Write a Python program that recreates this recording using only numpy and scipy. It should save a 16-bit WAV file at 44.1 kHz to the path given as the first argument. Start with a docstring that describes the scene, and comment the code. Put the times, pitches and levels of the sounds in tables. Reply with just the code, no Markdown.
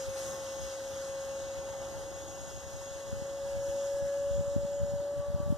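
"""At first a model jet with an electric ducted fan hums, whistles and hisses high over a field in a light breeze.
It slowly turns toward the listener: its pitch creeps up, then climbs faster, while the treble fades.
Near the end the freshening breeze breaks into three gusts full of eddies that thump on the microphones.
Wind is shaped noise plus short pressure swings, the airflow is four bands of drifting noise,
and the rotor is a set of fluttering sines at multiples of its shaft rate, with noise around the blade pass."""
import sys
import numpy as np
from scipy import signal
from scipy.fft import rfft, irfft, next_fast_len
from scipy.io import wavfile
from scipy.ndimage import uniform_filter1d, map_coordinates

SR = 44100
rng = np.random.default_rng(int(sys.argv[2]) if len(sys.argv) > 2 else 0)


def wrap_up_sound(samples):
    """Save the sound to the file named by the first command line argument, as 16-bit audio."""
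    columns = np.atleast_2d(samples).T
    # keep every value between -1 and 1, then stretch to whole-number steps
    tamed = np.clip(columns, -1, 1)
    steps = np.round(tamed * 32767).astype(np.int16)
    wavfile.write(sys.argv[1], SR, steps)


N = 245981


def amp(db):
    """Decibels to gain."""
    return 10 ** (np.asarray(db) / 20)


def unit(x):
    """Scale to rms 1."""
    return x / np.sqrt(np.mean(x ** 2) + 1e-20)


def along(points, hz):
    """Read (frequency [Hz], value) points on a log frequency axis."""
    f, v = np.transpose(points)
    return np.interp(np.log(hz + 1), np.log(f + 1), v)


def curve(points):
    """Read (time [s], value) points at every sample."""
    s, value = np.transpose(points)
    return np.interp(np.arange(N) / SR, s, value)


def wobble(rate):
    """A smooth random curve with rate knots a second."""
    knots = rng.standard_normal(int(N * rate / SR) + 4)
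    return map_coordinates(knots, [np.arange(N) * rate / SR])


def swell(s, width_s, db):
    """A bell-shaped rise or dip of level in dB, centred on s."""
    return db * np.exp(-((np.arange(N) / SR - s) / width_s) ** 2)


def filtered(x, response):
    """Shape the spectrum of x with a complex response of frequency."""
    m = next_fast_len(N + SR // 2)
    return irfft(rfft(x, m) * response(np.fft.rfftfreq(m, 1 / SR)), m)[..., :N]


def patches(shape, bin_count, frame_count):
    """A random field of rms 1, smooth over some frequency bins and time frames."""
    field = uniform_filter1d(rng.standard_normal(shape), size=bin_count, axis=0)
    return unit(uniform_filter1d(field, size=frame_count, axis=1))


EDDIES_PER_S, EDDY_HZ = 12, 100  # how many small eddies, and their middle swing rate
EDDY_DB, EDDY_SPREAD_DB = 1, 9  # middle level over the wind, and the reach either side


def small_eddies(wind_db):
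    """Rows (time [s], level [dB], rate [Hz]) of eddies at random times, as strong as the wind of the moment."""
    rows = []
    for when, size, pace in rng.uniform(size=(int(EDDIES_PER_S * N / SR), 3)):
        db = wind_db[int(when * N)] + EDDY_DB + EDDY_SPREAD_DB * (2 * size - 1)
        rows.append((when * N / SR, db, EDDY_HZ * 2 ** (pace - .5)))
    return rows


def puffs(eddies, slowing, cycles):
    """Each eddy is one short swing of pressure at its own rate, with a shape of its own."""
    out = np.zeros(N)
    t = np.arange(N) / SR
    for (s, db, hz), shape in zip(eddies, rng.standard_normal(len(eddies))):
        near = np.abs(t - s) < .05
        u = (t[near] - s) * hz / slowing
        out[near] += amp(db) * np.cos(2 * np.pi * u + np.pi * shape) / np.cosh(u / cycles)
    return out


# spectrum of the wind rumble: (frequency [Hz], relative density [dB per Hz])
RUMBLE_SPECTRUM = [(12, -20), (25, -7), (45, 0), (75, 0), (120, -6), (200, -16), (350, -25), (700, -50)]
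# lulls and gusts: (time [s], half-width [s], level over the breeze [dB])
LULLS_AND_GUSTS = [(1.1, 0.57, -5.5), (2.5, .3, 2), (4.35, 0.083, 4), (4.85, 0.088, 4), (5.1, .06, -4),
                   (5.46, 0.18, 6.5)]
# the strongest eddies to strike the microphones: (time [s], nominal level [dB], nominal swing rate [Hz])
STRONG_EDDIES = [(3.13, -28, 149), (3.223, -31, 165), (4.026, -29, 100), (4.313, -30, 85),
                 (4.353, -27.5, 50), (4.382, -25, 100), (4.396, -23, 90), (4.409, -25, 142),
                 (4.479, -29, 95), (4.565, -17.5, 165), (4.582, -27, 95), (4.634, -32, 94),
                 (4.651, -26, 135), (4.802, -32, 135), (4.817, -26, 101), (4.835, -22, 85),
                 (4.848, -29, 131), (4.887, -35, 114), (4.939, -24, 121), (4.96, -28, 89), (5.003, -31, 97),
                 (5.168, -34, 80), (5.199, -29, 73.5), (5.287, -29, 89), (5.302, -32, 140),
                 (5.347, -21, 99), (5.362, -28, 118), (5.404, -24.5, 133), (5.43, -29.5, 92),
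                 (5.463, -25, 93), (5.479, -25, 135), (5.504, -17, 119), (5.526, -17, 166)]
BREEZE_DB, FRESHEN_DB_PER_S = -51.5, 1.3  # level at the start, and its steady rise


def wind():
    """Lumpy rumble and puffs push the two channels in opposite directions, the left a little earlier."""
    wind_db = BREEZE_DB + FRESHEN_DB_PER_S * np.arange(N) / SR
    wind_db = wind_db + sum(swell(*gust) for gust in LULLS_AND_GUSTS)
    noise = filtered(rng.standard_normal((2, N)), lambda hz: amp(along(RUMBLE_SPECTRUM, hz)))
    lumpy = noise * amp(6.0 * wobble(22.2))
    rumble, stray = amp(wind_db) * unit(lumpy)
    rows = STRONG_EDDIES + small_eddies(wind_db)
    # every eddy has a sharp core inside a slower, weaker swirl
    core = amp(1.5) * puffs(rows, slowing=.95, cycles=.23)
    swirl = amp(-8) * puffs(rows, slowing=1.8, cycles=.4)
    lead_s = .00043

    def ports(hz):
        half_lead = np.exp(1j * np.pi * hz * lead_s)
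        return np.array([1.1 * half_lead, -.9 / half_lead])

    # a little stray rumble pushes both channels the same way
    return filtered(rumble + core + swirl, ports) + amp(-19) * stray


# stereo likeness of the airflow noise: (frequency [Hz], left-right likeness [0-1])
LIKENESS = [(300, .39), (700, .82), (1100, 1), (1280, .97), (1600, .45), (1880, .15), (2120, .998),
            (2540, .998), (2700, .6), (3150, 1), (3700, 1), (4250, .45), (4520, .93), (4900, .55),
            (5650, .95), (6600, .75), (7900, .65), (8600, .3), (9300, .65), (10000, .6), (10700, .25),
            (11800, .35), (13200, .9)]


def rush(spectrum, patchy_db):
    """Turbulent stereo noise of rms 1, with drifting patches of gain."""
    z = signal.stft(rng.standard_normal((2, N)), nperseg=512)[2]
    field = patches(z.shape[1:], bin_count=6, frame_count=14)
    pair = signal.istft(z * amp(patchy_db * field), nperseg=512)[1][:, :N]

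    def mid_side(hz):
        turn = np.arccos(np.clip(along(LIKENESS, hz), -1, 1)) / 2
        return amp(along(spectrum, hz)) * np.array([np.cos(turn), np.sin(turn)])

    mid, side = filtered(pair, mid_side)
    return unit(np.array([mid + side, mid - side]))


# treble reaching the listener, used as departures from its mean: (time [s], level [dB])
TREBLE_LEVEL = [(0.0, -49.5), (0.11, -53), (0.19, -48), (0.28, -47.5), (0.38, -51), (0.69, -51.5),
                (0.77, -51.5), (1.78, -54.5), (2.9, -54), (3.43, -55), (3.87, -52), (4.02, -54.5),
                (4.3, -56), (5.3, -61), (5.58, -61)]


def air_level(law):
    """A layer's level in dB: it follows the treble by its own share and drifts as the jet turns."""
    mean_db, share, drift_db_per_s = law
    treble_db = curve(TREBLE_LEVEL)
    t = np.arange(N) / SR
    return mean_db + share * (treble_db - treble_db.mean()) + drift_db_per_s * (t - t.mean())


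# spectra of the four air layers: (frequency [Hz], relative density [dB per Hz])
ROAR_SPECTRUM = [(25, -4), (50, 3.5), (80, 4.5), (140, 0.5), (225, -4), (325, 2), (400, -.5), (480, 0.5),
                 (700, 0), (860, 2), (1100, -8.5), (1500, -10.5), (2000, -18), (2500, -45), (3200, -27)]
RUSH_SPECTRUM = [(600, -15), (1050, -4.5), (1500, 1.5), (1650, -1), (1850, -5), (2150, -4.5), (2450, -7),
                 (2750, -6), (3250, -3), (3900, -5.5), (4250, -7), (4500, -5), (4850, -6.5), (6000, -19),
                 (9000, -36)]
INTAKE_SPECTRUM = [(3500, -14.5), (4500, -15.5), (4900, -6.5), (5300, -1), (5700, -1.5), (5950, -1),
                   (6400, 0), (6800, 0), (7200, -2.5), (8200, -9), (10000, -43)]
SIZZLE_SPECTRUM = [(6000, -5.5), (8200, -2), (8800, 1.5), (9300, 4), (9900, -2.5), (10600, -5.5),
                   (11500, -3.5), (12300, -3), (13000, -9), (13400, -2), (14200, -31)]
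# base level of each layer: (mean level [dB], share of treble [dB per dB], drift [dB per s])
ROAR_LEVEL = (-50, 0.06, 0.064)
RUSH_LEVEL = (-55, 0.42, -0.83)
HISS_LEVEL = (-56, 1.24, 0)
SIZZLE_LEVEL = (-60.5, 0.96, -0.092)


def airflow():
    """The exhaust roars low and rushes in the middle; the intake hisses high with a fluttering level."""
    flutter_db = 0.66 * wobble(25.11) + .3 * wobble(9)
    # the roar swells as the exhaust points at the listener
    roar_db = air_level(ROAR_LEVEL) + swell(s=1.885, width_s=0.27, db=2.3) + 0.61 * wobble(8)
    # the rush sags just before the jet turns in
    rush_db = air_level(RUSH_LEVEL) + swell(s=2.45, width_s=0.24, db=-1.7) + flutter_db
    hiss_db = air_level(HISS_LEVEL) + flutter_db
    # the hiss brightens in its first swell
    sizzle_db = air_level(SIZZLE_LEVEL) + swell(s=0.25, width_s=0.18, db=2.5)
    sizzle_db = sizzle_db + flutter_db + 0.24 * wobble(11)
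    exhaust = amp(roar_db) * rush(ROAR_SPECTRUM, patchy_db=1.0)
    exhaust = exhaust + amp(rush_db) * rush(RUSH_SPECTRUM, patchy_db=1.5)
    hiss = amp(hiss_db) * rush(INTAKE_SPECTRUM, patchy_db=1.5)
    sizzle = amp(sizzle_db) * rush(SIZZLE_SPECTRUM, patchy_db=1.0)
    return exhaust + hiss + sizzle


# phase between the ports, opposed in much of the treble: (frequency [Hz], lead of the left [rad])
PORT_PHASE = [(1800, 0), (1970, 1.9), (2120, 3.05), (2350, 3.14), (2540, 3.08), (2680, 1.4), (2850, .3),
              (3100, 0), (3950, .1), (4200, .8), (4430, 3.3), (4950, 5), (5250, 6.1), (6150, 6.8),
              (6300, 6.6), (6460, 4.5), (7000, 4.8), (7700, 6.2), (8300, 6.8), (8900, 9.5), (9600, 11.7),
              (10300, 12.8), (11100, 15.7), (12000, 18.5), (12450, 19.1), (13200, 22), (13700, 22.1),
              (13950, 25.1)]
# level between the ports: (frequency [Hz], left minus right [dB])
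PORT_LEAN = [(350, -2.5), (1100, -.5), (1600, -1.5), (2000, 1), (2150, 0), (3900, 0), (4370, 2.5),
             (4650, 0), (5100, -3), (5800, 0), (6450, 9), (6600, 6), (6780, 0), (7250, -3), (8100, 0),
             (8700, 4), (10000, .5), (12200, .5), (12900, 3), (13300, 0)]


def microphones(x):
    """The two ports hear the distant jet with their own phase and level at each frequency."""
    def response(hz):
        lean = amp(along(PORT_LEAN, hz))
        lead = np.exp(.5j * along(PORT_PHASE, hz))
        return np.array([lean * lead, 1 / lead]) / np.sqrt((1 + lean ** 2) / 2)
    return filtered(x, response)


WAVER_RAD, WAVER_SETTLE_DB_PER_S = 0.8, 3.2  # how far the phase strays at first, and how it settles


def waver(pair):
    """Where the two ports nearly cancel, their phase strays, so the notches in the hiss shift and fill."""
    hz, s, z = signal.stft(pair, SR, nperseg=512)
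    opposed = np.sin(along(PORT_PHASE, hz) / 2) ** 4
    reach = WAVER_RAD * amp(-WAVER_SETTLE_DB_PER_S * s) * opposed[:, None]
    stray = reach * patches(z.shape[1:], bin_count=3, frame_count=12)
    turned = z * np.exp(.5j * np.array([stray, -stray]))
    return signal.istft(turned, SR, nperseg=512)[1][:, :N]


def partial(angle, twinkle_db, smear, rate):
    """A tone of rms 1 whose level and phase flutter on the way through moving air."""
    return unit(amp(twinkle_db * wobble(rate)) * np.sin(angle + smear * wobble(rate)))


# an overtone swells or drops out as a lobe or gap of its beam sweeps past:
# (multiple of the shaft rate, time [s], half-width [s], level change [dB])
BEAM_LOBES = [(2, 0.39, 0.18, 8), (2, 0.85, 0.13, -9), (2, 1.2, 0.36, 2.5), (2, 3.7, 0.23, -11),
              (2, 4.81, 0.16, -15), (2, 5.53, 0.33, 8.5), (3, 1.3, 0.39, 6), (3, 3.49, 0.29, 11.5),
              (3, 4.08, 0.26, 12), (3, 3.4, 0.13, -6.5), (11, .3, 0.81, 2), (11, 3, 0.79, -1),
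              (13, .4, 0.62, -15), (13, 4.55, 0.65, 9.5), (24, 0.27, .45, 12), (24, 2.9, .6, 3)]


def lobes(multiple):
    """The swells and gaps of one overtone, in dB."""
    return sum(swell(s, width_s, db) for k, s, width_s, db in BEAM_LOBES if round(k) == multiple)


# the once-a-turn hum, before a small trim: (time [s], level [dB])
HUM_LEVEL = [(0.0, -38), (0.51, -41), (1.33, -38.5), (1.89, -41.5), (2.59, -48), (3.71, -33.5), (4.35, -32),
             (4.43, -34.5), (5.1, -35), (5.5, -40), (5.58, -43.5)]
SECOND_DB, THIRD_DB = -63.5, -71.5  # shaft overtones outside their lobes
HUM_PAN_DB = 3  # left minus right


def shaft_hum(angle):
    """The rotor hums once a turn, with two weak overtones, leaning to the left."""
    hum = amp(curve(HUM_LEVEL) - 0.24) * partial(angle, twinkle_db=0.27, smear=0.018, rate=40)
    # a weak scattered copy beats against the hum, most clearly where the hum is faint
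    scattered = amp(-61) * partial(angle, twinkle_db=2, smear=2.5, rate=30)
    second = amp(SECOND_DB + lobes(2)) * partial(2 * angle, twinkle_db=2.3, smear=.45, rate=22)
    third = amp(THIRD_DB + lobes(3)) * partial(3 * angle, twinkle_db=1.2, smear=.25, rate=18)
    return (hum + scattered + second + third) * amp([[HUM_PAN_DB / 2], [-HUM_PAN_DB / 2]])


# reference level for the blade-pass whistle and its company: (time [s], level [dB])
WHISTLE_LEVEL = [(0, -56), (.15, -58), (.26, -53), (.43, -57), (.65, -53), (.8, -59.5), (1.1, -57),
                 (1.6, -56.5), (2.1, -57.5), (2.28, -54), (2.65, -56.5), (2.92, -55.5), (3.3, -61.5),
                 (3.65, -61), (3.85, -56), (4.02, -67), (4.35, -57.5), (4.6, -64.5), (4.82, -59),
                 (5.2, -70.5), (5.58, -69)]
# faint shaft orders: (multiple of the shaft rate, level re the whistle reference [dB])
FAINT_ORDERS = [(5, -17), (6, -14)]
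BLADES = 12
OCTAVE_DB, HAZE_DB = -20, -4.5  # relative to the whistle reference
SIDEBAND_DB = -15  # relative to the base level of the intake hiss
HAZE_WIDTH_HZ = 160  # half-width of the hiss around the blade pass


def blade_whistle(angle):
    """Twelve blades whistle at the blade pass; slightly unequal blades put sidebands beside it."""
    blade_db = curve(WHISTLE_LEVEL)
    sideband_db = air_level(HISS_LEVEL) + SIDEBAND_DB
    pass_angle = BLADES * angle
    whistle = amp(blade_db + 1.6) * partial(pass_angle, twinkle_db=1.5, smear=.3, rate=32)
    # turbulence swallowed by the fan spreads a narrow skirt around the blade pass
    skirt = amp(blade_db - 11) * partial(pass_angle, twinkle_db=3, smear=2.2, rate=260)
    # larger eddies spread a wider haze that climbs with the whistle
    churn = filtered(rng.standard_normal((2, N)), lambda hz: 1 / (1 + (hz / HAZE_WIDTH_HZ) ** 4))
    carried = churn[0] * np.cos(pass_angle) + churn[1] * np.sin(pass_angle)
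    haze = amp(blade_db + HAZE_DB) * unit(carried)
    octave_db = blade_db + OCTAVE_DB + lobes(2 * BLADES)
    octave = amp(octave_db) * partial(2 * pass_angle, twinkle_db=3, smear=1.6, rate=140)
    out = whistle + skirt + haze + octave
    for k in (BLADES + 1, BLADES - 1):
        out = out + amp(sideband_db + lobes(k)) * partial(k * angle, twinkle_db=1.6, smear=.6, rate=50)
    for k, db in FAINT_ORDERS:
        out = out + amp(blade_db + db) * partial(round(k) * angle, twinkle_db=4.0, smear=0.57, rate=25)
    return out


# shaft rate as heard, Doppler shift included; it climbs faster once the jet turns in: (time [s], rate [Hz])
SHAFT_RATE = [(0, 540.3), (.4, 542.2), (.85, 543.8), (1.4, 546.3), (2.6, 549.7), (3.1, 551.6), (3.6, 555.6),
              (5.1, 570.4), (5.58, 576)]


def rotor():
    """One turning angle drives every tone, so hum and whistle keep whole multiples of the shaft rate."""
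    angle = 2 * np.pi * np.cumsum(curve(SHAFT_RATE)) / SR + .04 * wobble(14)
    return shaft_hum(angle) + blade_whistle(angle)


def scene():
    """The wind at the microphones and the jet overhead."""
    return wind() + waver(microphones(airflow())) + microphones(rotor())


TOP_HZ = 14200


def record(dry):
    """Cut the deepest rumble and keep nothing above the band limit."""
    low_cut = signal.butter(2, 42, "highpass", fs=SR, output="sos")
    return filtered(signal.sosfilt(low_cut, dry), lambda hz: hz < TOP_HZ)


dry = scene()
out = record(dry)
wrap_up_sound(out)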